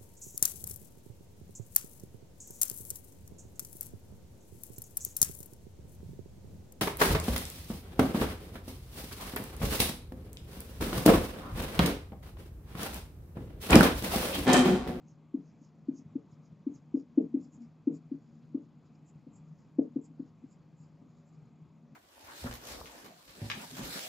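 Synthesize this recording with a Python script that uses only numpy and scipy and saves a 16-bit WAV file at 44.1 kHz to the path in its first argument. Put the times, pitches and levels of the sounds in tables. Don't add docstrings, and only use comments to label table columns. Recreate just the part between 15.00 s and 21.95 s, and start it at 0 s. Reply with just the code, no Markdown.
import sys
import numpy as np
from scipy import signal
from scipy.io import wavfile

SR = 44100
rng = np.random.default_rng(int(sys.argv[2]) if len(sys.argv) > 2 else 0)


def transcribe(u):
    v = np.clip(np.atleast_2d(u).T, -1, 1)
    q = np.round(v * 32767).astype(np.int16)
    wavfile.write(sys.argv[1], SR, q)


def ratio(d):
    e = np.asarray(d, float) / 20
    return 10 ** e


N = 306495


def rms_one(x):
    return x / np.sqrt(np.mean(x ** 2) + 1e-20)


def at_hz(points, hz):
    table_hz, value = np.transpose(points)
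    return np.interp(np.log(hz), np.log(table_hz), value)


def drift(rate_hz):
    r = np.exp(-80 * np.pi * rate_hz / SR)
    noise = rng.standard_normal(N // 40 + 2002)
    slow = signal.lfilter([1], [1, -2 * r, r * r], noise)[2000:]
    return np.interp(np.arange(N) / 40, np.arange(len(slow)), rms_one(slow))


def resonate(x, hz, width_hz, count=1):
    r = np.exp(-np.pi * width_hz / SR)
    feed = np.array([1, 0, -1]) * (1 - r * r) / 2
    ring = [1, -2 * r * np.cos(2 * np.pi * hz / SR), r * r]
    for _ in range(count):
        x = signal.lfilter(feed, ring, x)
    return x


def pan(x, left_over_right_db):
    return x * ratio(np.array([[.5], [-.5]]) * left_over_right_db)


# start_s [s], peak_db [dB], hard_knock_db [dB re panel thump],
# near_wall_echo_db [dB], tail_db [dB]
LANDINGS = [(0.345, -21.5, -37, -13.5, -23.5), (0.616, -48, -30, -15, -29),
            (0.888, -21, -34.5, -13.5, -25.5), (0.991, -42.5, -29, -7, -26),
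            (1.158, -23.5, -29.5, -18.5, -26), (1.67, -22, -41, -13.5, -23),
            (1.945, -17.5, -33.5, -10.5, -20.5), (2.179, -11.5, -22, -12, -19),
            (2.345, -17.5, -38, -9, -22.5), (2.458, -44.5, -17, -2.5, -28), (2.875, -16, -26, -12, -19),
            (3.119, -25.5, -36, -7, -24), (3.549, -21.5, -27, -14, -21.5), (4.27, -39.5, -14, -14, -25),
            (4.789, -14, -11, -11, -21), (4.963, -21, -18.5, -11.5, -27), (5.108, -45, -33, -18, -24),
            (5.199, -28.5, -19.5, -11, -27), (5.441, -38.5, -23, -24, -26), (6.017, -48.5, -21, -16, -13)]
# pitch_hz [Hz], width_hz [Hz], level_db [dB]
KNOCK_MODES = [
    (476, 182, 8.5),
    (666, 170, -4.5),
    (1110, 440, -22.5),
]
# delay_s [s], level_db [dB re tail]
FAR_WALLS = [
    (.041, -1),
    (.051, 3),
    (.063, -2.5),
    (.086, -8),
    (.114, -17.5),
]
# pitch_hz [Hz], width_hz [Hz], level_db [dB]
TAIL_MODES = [
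    (177, 37, -6.5),
    (281, 140, -1),
    (446.3, 100, -6.5),
    (530, 200, -14),
]


def taps():
    panel_hz, panel_width_hz = 269.1, 143
    stiffening_per_db = .0035
    near_wall_s, knock_lag_s, swell_lead_s = .0258, 0.00591, 0.00603
    tail_t60_s, tail_cut_s = 0.25, 0.098

    out, length = np.zeros((2, N + SR)), SR // 4
    t = np.arange(length) / SR
    push = -np.sin(np.pi * np.clip(t / .0012, 0, 1)) ** 2

    knock = sum(ratio(db) * rms_one(resonate(push, hz, width, count=3)) for hz, width, db in KNOCK_MODES)
    knock = np.roll(knock, round(knock_lag_s * SR)) / abs(knock).max()

    modes = [ratio(db) * rms_one(resonate(push, hz, width, count=3)) for hz, width, db in TAIL_MODES]
    dull, bright = np.array([modes[0] + modes[1], modes[2] + modes[3]]) / abs(sum(modes)).max()

    build_up = np.clip((t - .010) / 0.0061, 0, 1)
    swell = build_up * ratio(-60 * t / tail_t60_s) / (1 + (t / tail_cut_s) ** 12)

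    for start_s, peak_db, knock_db, echo_db, tail_db in LANDINGS:
        hz = panel_hz * (1 + stiffening_per_db * (peak_db + 20))
        body = resonate(push, hz * 0.99, panel_width_hz, count=5)
        body = body / abs(body).max()
        hard = ratio(knock_db) * knock

        paths = np.zeros(length)
        for delay_s, db in FAR_WALLS:
            arrival = round((delay_s + rng.normal(0, .001)) * SR)
            paths[arrival] = ratio(tail_db + db + rng.normal(0, 3.4))
        paths[0], paths[round(near_wall_s * SR)] = 1, ratio(echo_db)
        direct = signal.fftconvolve(paths, body + 0.26 * hard)
        direct[:length] += 0.53 * hard

        common, own = rng.standard_normal(length), rng.standard_normal((2, length))
        diffuse = ratio(tail_db - 20) * swell
        tail = signal.fftconvolve(diffuse * (common + 0.38 * own), dull[None], axes=1)
        wider = diffuse * (common + 1.0 * own) * ratio(0.28 * (knock_db + 28.5))
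        tail += signal.fftconvolve(wider, bright[None], axes=1)

        at = round(start_s * SR) - round(swell_lead_s * SR)
        out[:, at:at + length] += pan(ratio(peak_db) * (direct + tail)[:, :length], 3.0)
    return out[:, :N]


# fastest_moment_s [s], length_s [s], hiss_db [dB],
# lower_resonance_db [dB re hiss], upper_pitch_hz [Hz]
FIRM_STROKES = [(0.097, 0.098, -74.5, -7, 6400), (0.471, 0.14, -82, -0.5, 6510),
                (0.64, 0.13, -78, -1, 6630), (0.975, .1, -67, -8, 6500), (1.318, 0.1, -80.5, -1, 6800),
                (1.456, 0.093, -81, -1, 6560), (1.755, .09, -70.5, -11, 6600),
                (1.989, 0.11, -79.5, 1.5, 6780), (2.439, .1, -74.5, -3, 7040), (2.545, .1, -72, -18, 6940),
                (2.625, .08, -81.5, 5, 6960), (2.953, 0.087, -72.5, -3, 7040),
                (4.088, 0.073, -70.5, -15, 7100), (4.358, 0.092, -68.5, -15, 7280),
                (4.604, .14, -83, -1, 6850), (5.049, .075, -67, -14, 7260), (5.269, 0.089, -85, 1, 6750),
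                (5.521, .08, -72.5, -9, 7200), (5.815, 0.13, -75, -8, 7140), (6.281, 0.071, -78, -13, 7200),
                (6.34, .11, -83, -4, 7000)]
# fastest_moment_s [s], length_s [s], hiss_db [dB]
LIGHT_TOUCHES = [(2.225, .05, -86.5), (2.412, 0.062, -83), (3.25, .16, -87), (3.35, .12, -87),
                 (3.634, .1, -87), (3.86, .08, -86), (3.948, .09, -87), (4.475, .16, -87),
                 (4.831, .09, -88), (5.87, .14, -88), (6.11, .15, -87), (6.185, .12, -85.5)]


def strokes():
    light_low_db, light_hz = -1.5, 6850
    upper_width_hz, lower_width_hz = 1000, 1250
    lower_hz, sink_hz_per_s = 5220, 39
    lower_lag, lower_fade = 0.11, 1.1
    fade_db, rounding = 20.5, 1.4

    out = np.zeros((2, N))
    light = [(*row, light_low_db, light_hz) for row in LIGHT_TOUCHES]
    for s, length_s, hiss_db, low_db, upper_hz in [*FIRM_STROKES, *light]:
        a, b = round((s - .7 * length_s) * SR), round((s + .8 * length_s) * SR)
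        t = np.arange(a, b) / SR
        place = 2 * (t - s) / length_s
        edge = np.clip(np.minimum(t - t[0], t[-1] - t) / 0.0075, 0, 1)

        slips = rng.standard_normal((3, SR // 4)) * ratio(2.0 * rng.exponential(1, SR // 4))
        slips = (slips[0] + 0.13 * slips[1:])[:, :b - a]
        upper = rms_one(resonate(slips, upper_hz, upper_width_hz, count=2))
        lower = rms_one(resonate(slips, lower_hz - sink_hz_per_s * s, lower_width_hz, count=2))

        upper_loss_db = fade_db * abs(place) ** rounding
        lower_loss_db = lower_fade * fade_db * abs(place - 2 * lower_lag) ** rounding
        upper *= ratio(2.0 * drift(60)[:b - a] - upper_loss_db)
        lower *= ratio(3.0 * drift(50)[:b - a] + low_db - lower_loss_db)
        out[:, a:b] += edge * ratio(hiss_db) * (upper - lower)
    return pan(out, -1.4)


# time_s [s], level_db [dB]
TIP_PRESSURE = [(0.0, -71.5), (0.71, -75.5), (0.85, -61.5), (1.24, -75.5), (2.15, -61), (2.32, -49.5),
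                (2.52, -67.5), (2.61, -51.5), (2.74, -73.5), (3.04, -59.5), (3.17, -67), (3.31, -58),
                (3.89, -70.5), (4.68, -74.5), (4.82, -55.5), (5.48, -76), (6.75, -74), (6.95, -56.5)]
# pitch_hz [Hz], width_hz [Hz], level_db [dB]
LOW_PANEL_MODES = [
    (234, 16, 0.1),
    (290, 60, -13),
]


def rub():
    level_db = np.interp(np.arange(N) / SR, *np.transpose(TIP_PRESSURE))
    noise, ringing = rng.standard_normal(N), 0
    for k, (hz, width_hz, db) in enumerate(LOW_PANEL_MODES):
        sign = (-1) ** k
        ringing = ringing + sign * ratio(db) * rms_one(resonate(noise, hz, width_hz, count=2))
    return pan(ratio(level_db + 1.5) * rms_one(ringing), 2.9)


# time_s [s], length_s [s], level_db [dB]
BARREL_SCUFFS = [
    (3.43, .025, -80.5),
    (4.095, .04, -88),
]


def scuffs():
    t = np.arange(N) / SR
    touch = sum(ratio(db) * np.exp(-(2 * (t - s) / length_s) ** 2) for s, length_s, db in BARREL_SCUFFS)
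    return touch * rms_one(resonate(rng.standard_normal(N), 2600, 1800, count=2))


# time_s [s], level_db [dB], length_s [s]
HUM_SURGES = [(0.182, -55, .08), (0.464, -51, .15), (0.91, -51, 0.095), (1.064, -43.5, 0.038),
              (1.159, -48.5, 0.11), (1.40, -54, 0.14), (1.53, -43.5, 0.023), (1.755, -52, 0.075),
              (1.881, -52, 0.088), (1.957, -50, 0.098), (2.26, -50.5, 0.13), (2.94, -43.5, 0.13),
              (3.06, -48.5, .07), (3.162, -48.5, 0.071), (3.541, -51.5, 0.11), (4.037, -54, 0.086),
              (4.16, -44, 0.036), (4.285, -52.5, .08), (4.403, -50, 0.063), (4.477, -47, 0.049),
              (4.518, -45, 0.088), (4.81, -44, 0.12), (4.979, -44.5, 0.063), (5.107, -51, .1),
              (5.212, -47.5, 0.063), (5.455, -54, .09), (5.813, -48.5, 0.069), (6.385, -51.5, 0.098),
              (6.625, -47, 0.045)]


def hum():
    fan_hz, usual_db, waver_db = 155.2, -61.5, 3.5
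    t = np.arange(N) / SR
    level = ratio(usual_db + waver_db * drift(18))
    for s, db, length_s in HUM_SURGES:
        level = np.maximum(level, ratio(db - 17.0 * abs(2 * (t - s) / length_s)))
    phase = 2 * np.pi * np.cumsum(fan_hz + 2.0 * drift(5)) / SR
    tone = np.sqrt(2) * np.sin(phase)
    rumble = rms_one(resonate(rng.standard_normal(N), 165, 110, count=2))
    return pan(level * (tone + ratio(-12) * rumble), 1.5)


# pitch_hz [Hz], width_hz [Hz], level_db [dB]
DUCT_WHISTLES = [(400, 15, -84), (460, 15, -85), (565, 12, -84), (705, 25, -86), (900, 30, -91),
                 (1082, 20, -93), (2560, 90, -98), (3390, 90, -99.5)]


def duct():
    noise = rng.standard_normal(N)
    whistles = sum(ratio(db) * rms_one(resonate(noise, hz, width, count=2)) for hz, width, db in DUCT_WHISTLES)
    return pan(whistles, 1.5)


# pitch_hz [Hz], level_db [dB per Hz]
ROOM_NOISE = [(25, -31.5), (60, -29), (95, -16.5), (150, -7), (250, -11.5), (350, -22.5), (600, -28.5),
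              (1150, -31.5), (1550, -42), (2600, -41), (3000, -49.5), (4200, -47.5), (7500, -53.5)]
# pitch_hz [Hz], likeness [1 = the same]
LEFT_RIGHT_LIKENESS = [(60, 0.85), (200, 0.91), (660, 0.95), (2180, 1), (7230, 0.91)]
# pitch_hz [Hz], left_over_right_db [dB]
LEFT_LEAN = [(60, 4.5), (130, 1.0), (300, 0), (660, 4.5), (1460, 3.0), (3250, -2), (7230, 1)]


def air():
    level_db, flicker_db = -59.5, 1.43
    out, edges = 0, 25 * 2 ** np.arange(0, 8.4, 1 / 3)
    white = rng.standard_normal((2, 2, N))
    flicker = [drift(7) for _ in range(5)]
    for k, (low, high) in enumerate(zip(edges, edges[1:])):
        band_filter = signal.butter(2, [low, high], "band", fs=SR, output="sos")
        mid, side = signal.sosfilt(band_filter, white[k % 2])
        hz = np.sqrt(low * high)
        alike = np.clip(at_hz(LEFT_RIGHT_LIKENESS, hz), -1, 1)
        band = np.sqrt(1 + alike) * mid + np.sqrt(1 - alike) * side * [[1], [-1]]
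        wander_db = flicker_db * min(1 + 150 / hz, 2.2) * flicker[k % 5]
        out = out + ratio(at_hz(ROOM_NOISE, hz) + wander_db) * pan(band, at_hz(LEFT_LEAN, hz))
    return ratio(level_db) * rms_one(out)


# pitch_hz [Hz], width_hz [Hz], level_db [dB]
WHINE_BANDS = [
    (6750, 34, -93.5),
    (6880, 130, -96.5),
]


def whine():
    frames_per_s, first_s = 29.997, .0238
    turn = (np.arange(N) / SR - first_s) * frames_per_s
    gate = np.clip(0.22 + 2.5 * (np.cos(2 * np.pi * turn) - .3), .05, 1)
    tone = ratio(-97) * np.sin(2 * np.pi * np.cumsum(6750 + 12.0 * drift(20)) / SR)
    bands = sum(ratio(db) * rms_one(resonate(rng.standard_normal(N), hz, width)) for hz, width, db in WHINE_BANDS)
    return gate * (tone + bands)


def scene():
    pen = taps() + strokes() + rub() + scuffs()
    return pen + hum() + duct() + air() + whine()


def band_limit(x):
    return signal.sosfilt(signal.butter(12, 15800, fs=SR, output="sos"), x)


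def record(dry):
    cutoff_hz, hiss_db, grit_db, smoothing_s = 7750, -97, -72, .006
    narrow = signal.sosfilt(signal.ellip(8, 1, 30, cutoff_hz, fs=SR, output="sos"), dry)
    share = 1 / (smoothing_s * SR)
    loudness = signal.lfilter([share], [1, share - 1], abs(dry).mean(axis=0))
    hiss_level = ratio(hiss_db + 1.5 * drift(5)) + ratio(grit_db) * loudness
    finished = narrow + hiss_level * rng.standard_normal(dry.shape)
    return band_limit(finished)


dry = scene()
out = record(dry)
transcribe(out)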